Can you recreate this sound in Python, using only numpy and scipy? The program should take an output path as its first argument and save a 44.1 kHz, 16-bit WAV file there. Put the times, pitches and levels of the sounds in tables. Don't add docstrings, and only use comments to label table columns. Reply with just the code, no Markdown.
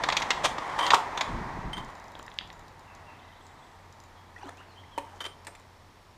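import sys
import numpy as np
from scipy import signal
from scipy.fft import rfft, irfft, next_fast_len
from scipy.io import wavfile
from scipy.ndimage import map_coordinates

SR = 44100
rng = np.random.default_rng(int(sys.argv[2]) if len(sys.argv) > 2 else 0)


def put_to_file(sound):
    columns = np.atleast_2d(sound).T
    safe = np.clip(columns, -1, 1)
    whole_steps = np.round(safe * 32767)
    wavfile.write(sys.argv[1], SR, whole_steps.astype(np.int16))


N = 272095
TIME = np.arange(N) / SR
AGE = np.arange(SR // 2) / SR


def amp(db):
    return 10 ** (np.asarray(db) / 20)


def unit(x):
    return x / np.sqrt(np.mean(x ** 2) + 1e-20)


def along(points, hz):
    f, v = np.transpose(points)
    return np.interp(np.log(hz + 1), np.log(f + 1), v)


def gain_curve(rows):
    return amp(np.interp(TIME, *np.transpose(rows)))


def strokes(rows, attack_s, t60_s):
    return sum(np.clip((TIME - s) / attack_s, 0, 1)
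               * amp(db - 60 * np.maximum(TIME - s - length_s, 0) / t60_s) for s, length_s, db in rows)


def wobble(rate_hz):
    return map_coordinates(rng.standard_normal(int(N * rate_hz / SR) + 4), [TIME * rate_hz])


def tone(pitch_hz):
    return np.sin(2 * np.pi * np.cumsum(pitch_hz) / SR)


def add(track, s, sound):
    part = track[max(round(s * SR), 0):][:len(sound)]
    part += sound[:len(part)]


def coloured(x, level_db):
    m = 2 * next_fast_len(len(x))
    cepstrum = irfft(level_db(np.fft.rfftfreq(m, 1 / SR)) * np.log(10) / 20)
    cepstrum[1:m // 2] *= 2
    cepstrum[m // 2 + 1:] = 0
    return irfft(rfft(x, m) * np.exp(rfft(cepstrum)))[:len(x)]


def shaped(x, spectrum):
    return unit(coloured(x, lambda hz: along(spectrum, hz)))


def noise(spectrum):
    return shaped(rng.standard_normal(N), spectrum)


def grains(size, spread_db):
    slips = rng.standard_normal(size)
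    strength_db = spread_db * np.repeat(rng.standard_normal(size // 16 + 1), 16)[:size]
    return unit(slips * amp(strength_db))


def ring(modes):
    strengths_db = rng.uniform(-2, 2, len(modes))
    return sum(amp(db + strength_db - 60 * AGE / t60_s) * np.sin(2 * np.pi * (hz * AGE + rng.random()))
               for (hz, db, t60_s), strength_db in zip(modes, strengths_db))


def contact(spectrum, t60_s, snap, uneven_db, body_db=0, edge_db=0):
    chatter = grains(len(AGE), spread_db=2.5) * amp(-60 * AGE / t60_s)
    chatter /= np.linalg.norm(chatter)
    chatter[0] += snap
    tilt = [(1200, body_db), (2000, 0.014), (3800, 0), (5500, edge_db)]
    spot_hz = np.arange(0, SR / 2, 300)
    spot_db = uneven_db * rng.standard_normal(len(spot_hz))
    hit = coloured(chatter,
                   lambda hz: along(spectrum, hz) + along(tilt, hz) + np.interp(hz, spot_hz, spot_db))
    return hit / np.std(hit[:SR // 200])


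def echo(x, decay, onset_s):
    hz, t, bands = signal.stft(rng.standard_normal(2 * SR), SR, nperseg=256)
    tail = signal.istft(bands * amp(-60 * t / along(decay, hz)[:, None]), SR, nperseg=256)[1]
    tail *= 1 - np.exp(-np.arange(len(tail)) / SR / onset_s)
    return signal.fftconvolve(x, tail / np.linalg.norm(tail))[:N]


def breeze():
    # (start [s], length [s], level [dB])
    puffs = [(0, 1.4, -52), (1.27, 0.32, -43), (1.635, 0.027, -41), (1.75, 0.056, -44), (1.9, 1.1, -62.5)]
    # (frequency [Hz], density [dB])
    buffet = [(12, -38), (22, 0), (45, 5), (81, -6), (134, 0.5), (214, -5), (409, -11.5), (500, -19.5),
              (650, -38), (1100, -120)]
    air = [(12, -42), (25, -1), (60, -8.5), (100, -5), (140, -9.5), (250, -13), (500, -16), (950, -17.5),
           (1500, -22.5), (2100, -24), (2700, -25.5), (3600, -25.5), (6000, -30.5), (9000, -37.5),
           (15500, -44)]
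    gusts = strokes(puffs, attack_s=0.027, t60_s=0.44) * amp(2.0 + 2.26 * wobble(14))
    return gusts * noise(buffet) + amp(-57) * noise(air)


def traffic():
    # (frequency [Hz], density [dB])
    road = [(88, -42), (150, -15.5), (225, -14), (515, -11), (687, -6.5), (772, -4.5), (936, -1),
            (1430, -12.5), (1950, -11), (2860, -26), (3670, -27), (6430, -34), (15000, -60.5)]
    # (time [s], level [dB])
    fade = [(0.0, -35), (0.46, -36), (0.88, -35.5), (0.99, -36), (1.56, -40), (2.11, -50), (3.63, -56.5),
            (5.07, -55.5), (6.17, -62)]
    tyres = gain_curve(fade) * amp(0.5 + 0.7 * wobble(5.09)) * noise(road)
    firing_hz = 90 + 1.47 * wobble(12)
    drone = tone(firing_hz) * amp(1.5 * wobble(10))
    return tyres + drone * gain_curve([(0, -58), (3, -58.5), (5.1, -54.5), (6.1, -61.5)])


def birds(syllable_hz=23):
    # (start [s], length [s], start pitch [Hz], end pitch [Hz], level [dB])
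    notes = [(2.865, 0.049, 2844, 2510, -53), (3.057, 0.062, 2880, 2520, -51.5),
             (3.204, 0.11, 2060, 1974, -57), (4.147, 0.095, 3350, 3320, -60.5),
             (4.569, 0.043, 2400, 3100, -50.5), (4.663, 0.098, 4650, 3840, -61),
             (4.75, 0.064, 2960, 3355, -50.5), (4.911, 0.045, 3350, 3130, -52.5),
             (4.948, 0.06, 3030, 3090, -51.5)]
    # (start [s], length [s], level [dB])
    twitters = [(3.12, 0.28, -59.5), (3.56, 0.062, -57.5)]
    lisps = [(3.39, 0.06, -73), (3.58, 0.054, -76)]
    out = np.zeros(N)
    for s, length_s, start_hz, end_hz, db in notes:
        progress = np.linspace(0, 1, int(length_s * SR))
        glide_hz = start_hz + (end_hz - start_hz) * progress
        waver = 1 + 0.018 * wobble(196)[:len(progress)]
        add(out, s, amp(db - 3.5) * np.sin(np.pi * progress) * tone(glide_hz * waver))
    twitter = tone(3500 + 330 * wobble(140)) * np.sin(np.pi * syllable_hz * TIME) ** 4
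    out += twitter * strokes(twitters, attack_s=0.049, t60_s=0.4)
    lisp = noise([(6500, -54), (7600, -4), (8300, -9), (9200, -70)])
    return out + lisp * strokes(lisps, attack_s=0.037, t60_s=0.35)


def insect(pulse_hz=21):
    # (time [s], level [dB])
    swell = [(3.5, -94), (5.3, -78), (6.1, -83)]
    band = noise([(4900, -68), (5350, -1), (5550, 3), (6000, -56)])
    return band * (1 + 0.48 * np.sin(2 * np.pi * pulse_hz * TIME)) * gain_curve(swell)


def reel(tick_db=-44, scatter_db=2.8):
    # (time [s], rate [teeth/s])
    spool = [(1.848, 17), (2.128, 27.6), (2.27, 27.4), (2.486, 19.5), (2.65, 10.5), (3.03, 3.5)]
    # (time [s], level [dB])
    tugs = [(3.467, -42.5), (3.926, -43), (4.002, -43), (4.0378, -43), (4.572, -46.5), (5.598, -46)]
    # (frequency [Hz], level [dB], t60 [s])
    spring = [(3870, -12, 0.25), (4960, -7, 0.049), (6160, -2, .012), (7040, -12, .22), (7540, -4, 0.013)]
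    pawl = [(2000, -21), (4500, -5.5), (7000, -5), (9000, -19), (15000, -21)]
    teeth = np.cumsum(np.interp(TIME, *np.transpose(spool), left=0, right=0)) / SR
    drops_s = TIME[1:][np.diff(np.ceil(teeth)) > 0]
    ticks = [(s, tick_db + scatter_db * rng.standard_normal()) for s in drops_s]
    out = np.zeros(N)
    for s, db in ticks + tugs:
        click = contact(pawl, t60_s=0.0074, snap=0.77, uneven_db=2)
        add(out, s, amp(db - 14.5) * click + amp(db - 12) * ring(spring))
    return out


def bubble(hz, rise_oct):
    t60_s = 0.042 * (hz / 1000) ** -0.7 * (1 + 0.35 * rise_oct)
    pitch_hz = hz * 2 ** (rise_oct * np.minimum(AGE / t60_s, 1))
    return amp(-60 * AGE / t60_s) * (1 - np.exp(-AGE / 0.0033)) * tone(pitch_hz)


def water(small_bubbles=70):
    # (start [s], length [s], level [dB])
    slaps = [(4.35, 0.077, -54), (4.422, 0.021, -51.5), (4.462, 0.025, -48), (4.565, 0.032, -55),
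             (5.04, 0.13, -56)]
    # (time [s], pitch [Hz], level [dB], rise [octaves])
    bubbles = [(4.362, 1825, -29, 0.35), (4.430, 822, -30.5, 0.09), (4.440, 378, -37.5, 0.089),
               (4.456, 275, -37, 0.22), (4.458, 1350, -41, 1.4), (4.485, 643, -36.5, .9),
               (4.598, 1000, -41, 3.6), (4.835, 1850, -41, 0.9), (5.133, 810, -35, 0.13)]
    spray = [(190, -22), (310, 4), (900, 4), (2000, -3), (4000, -19), (7000, -10.5), (10000, -22),
             (15000, -35)]
    splash = strokes(slaps, attack_s=0.012, t60_s=0.12)
    droplets = grains(N, spread_db=8) * amp(4.5 * wobble(160))
    out = splash * amp(-1.5) * shaped(droplets, spray)
    for s, hz, db, rise_oct in bubbles:
        add(out, s, amp(db) * bubble(hz, rise_oct))
    for when, height in rng.random((small_bubbles, 2)):
        s, hz = 4.34 + 0.32 * when, 700 * 8 ** height
        add(out, s, splash[int(s * SR)] * amp(10.5) * bubble(hz, rise_oct=0.32))
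    return out


def pole():
    # (time [s], level [dB], body [dB])
    clacks = [(4.9782, -31, 13), (4.9831, -32.5, 2.5), (5.207, -39, 4), (5.251, -43, 3), (5.263, -38, 0),
              (5.448, -49.5, -5), (5.469, -37, -2.5), (5.481, -44, 11), (5.551, -47, -3.5)]
    # (frequency [Hz], density [dB])
    spectrum = [(100, -24), (200, -16), (310, -3), (600, -3), (1000, 7), (1500, -2), (2000, 2),
                (3500, -4.5), (5000, -15), (9000, -16), (12500, -30), (15500, -41)]
    # (frequency [Hz], level [dB], t60 [s])
    modes = [(284, -7.5, 0.33), (570, -2, 0.1), (677, 1, 0.053), (905, 5.5, 0.045)]
    out = np.zeros(N)
    for s, db, body_db in clacks:
        clack = contact(spectrum, t60_s=0.039, snap=0.28, uneven_db=4.5, body_db=body_db, edge_db=5)
        add(out, s, amp(db - 1.5) * clack + amp(db + body_db - 16.5) * ring(modes))
    return out


def hoop_rattle():
    # (time [s], level [dB])
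    jolts = [(0.7901, -23), (0.809, -23.5), (0.8308, -20.5), (1.732, -25.5), (5.2051, -25.5), (5.2135, -26)]
    # (delay [s], gain [dB])
    swing = [(0, 0.5), (0.037, -2), (0.0479, -2.5)]
    # (frequency [Hz], level [dB], t60 [s])
    modes = [(1970, -4, 0.026), (3113, 1.5, 0.054), (3330, -10, 0.045), (3645, -7.5, 0.03),
             (4770, -12, 0.03), (8740, -18.5, 0.11), (8740, -26, 0.04)]
    socket = [(200, -13.5), (1200, 8.5), (2000, 4), (3500, -16), (6000, -8), (15000, -27)]
    strikes = [(s + delay_s, db + gain_db) for s, db in jolts for delay_s, gain_db in swing]
    out = np.zeros(N)
    for s, db in strikes:
        add(out, s, amp(db - 16) * contact(socket, t60_s=0.069, snap=0.22, uneven_db=4))
        for bounce in range(3):
            add(out, s + bounce * rng.uniform(0.002, 0.004), amp(db - 9.5 - 4.7 * bounce) * ring(modes))
    return out


def pebbles():
    # (time [s], level [dB], body [dB])
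    clicks = [(2.1528, -42, 10), (2.1957, -42, 12), (2.28, -43.5, 8), (2.3165, -49.5, -8),
              (2.3875, -27.5, -19), (2.4108, -41.5, 6), (2.5022, -45.5, -21)]
    # (frequency [Hz], density [dB])
    spectrum = [(200, -5), (1000, -5), (1900, 5.5), (2550, -0.5), (3600, 3.5), (4600, -4), (5600, -12),
                (8000, -32), (15000, -54)]
    out = np.zeros(N)
    for s, db, body_db in clicks:
        click = contact(spectrum, t60_s=0.0086, snap=0.36, uneven_db=0.7,
                        body_db=body_db, edge_db=-14 - 0.55 * body_db)
        add(out, s, amp(db + 1) * click)
    return out


def gravel():
    # (start [s], length [s], level [dB])
    drags = [(0, 0.46, -41.5), (0.58, 0.19, -41.5), (0.775, 0.11, -28.5), (0.95, 0.023, -43),
             (1.17, 0.18, -44.5), (1.765, 0.031, -40), (1.875, 0.02, -42.5)]
    # (peak time [s], half length [s], level [dB])
    crunches = [(0.203, 0.0043, -35), (0.455, 0.0086, -18.5), (0.944, 0.0081, -20)]
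    # (frequency [Hz], density [dB])
    scraped = [(180, -62), (300, -8), (430, -27), (482, -9), (680, -7.5), (1060, 5), (1490, -20),
               (2070, -8), (2560, -23), (3170, -12), (4250, -25), (8740, -31), (15000, -58)]
    crushed = [(150, -22.5), (400, -16), (600, -2.5), (1000, -4.5), (1500, -11), (2500, -12), (3600, -10.5),
               (4500, -18), (7000, -20), (9500, -28.5), (15500, -50)]
    slips = grains(N, spread_db=5) * amp(0.88 * wobble(71.1))
    scrape = strokes(drags, attack_s=0.02, t60_s=0.079) * shaped(slips, scraped)
    digging = sum(amp(db) * np.exp(-0.5 * ((TIME - s) / half_s) ** 2) for s, half_s, db in crunches)
    return scrape + digging * shaped(grains(N, spread_db=4.5), crushed)


def stone_knocks(heavy_db=-16, dulling_db_per_db=4.3):
    # (time [s], level [dB], body [dB])
    knocks = [(0.0368, -21.5, 0.5), (0.0875, -18, 3), (0.1005, -26, -3.5), (0.124, -23.5, -3),
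              (0.168, -19.5, -13), (0.22, -27.5, -11), (0.305, -17.5, -4), (0.3155, -31.5, -2),
              (0.582, -26, 9), (0.7885, -26, 2.5), (0.8655, -25, -2), (0.905, -15, -5.5), (0.917, -18, 11),
              (0.935, -10, 11), (1.1745, -26, 0), (1.2095, -21, -1)]
    # (frequency [Hz], density [dB])
    spectrum = [(100, -49), (300, -14), (450, -13), (620, -6.5), (1000, 4), (1500, -4.5), (2000, -5),
                (2600, -8.5), (3500, -5), (5000, -14.5), (7000, -18), (9500, -37.5), (15500, -48)]
    out = np.zeros(N)
    for s, db, body_db in knocks:
        edge_db = -dulling_db_per_db * max(db - heavy_db, 0)
        knock = contact(spectrum, t60_s=0.046, snap=0.23, uneven_db=2.5, body_db=body_db, edge_db=edge_db)
        add(out, s, amp(db - 1) * knock)
    return out


def scene():
    # (frequency [Hz], t60 [s])
    bank = [(200, 0.34), (2500, 0.25), (6000, 0.23), (12000, 0.31)]
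    bridge = [(150, 1.2), (500, 3.6), (1000, 3.2), (2500, 1.06), (5000, 0.76), (12000, 2.6)]
    net = gravel() + stone_knocks() + pebbles() + pole() + hoop_rattle() + water()
    calls = birds() + insect()
    far = calls + amp(-2.5) * echo(calls, bank, onset_s=0.0035)
    far += amp(1.5) * echo(calls, bridge, onset_s=0.026)
    echoes = amp(-10) * echo(net, bank, onset_s=0.013) + amp(-24) * echo(net, bridge, onset_s=0.14)
    return (net + echoes + reel() + far + traffic() + breeze())[None]


def record(dry):
    top_hz = 15550
    m = next_fast_len(N + SR // 2)
    return irfft(rfft(dry, m) * (np.fft.rfftfreq(m, 1 / SR) < top_hz), m)[..., :N]


dry = scene()
out = record(dry)
put_to_file(out)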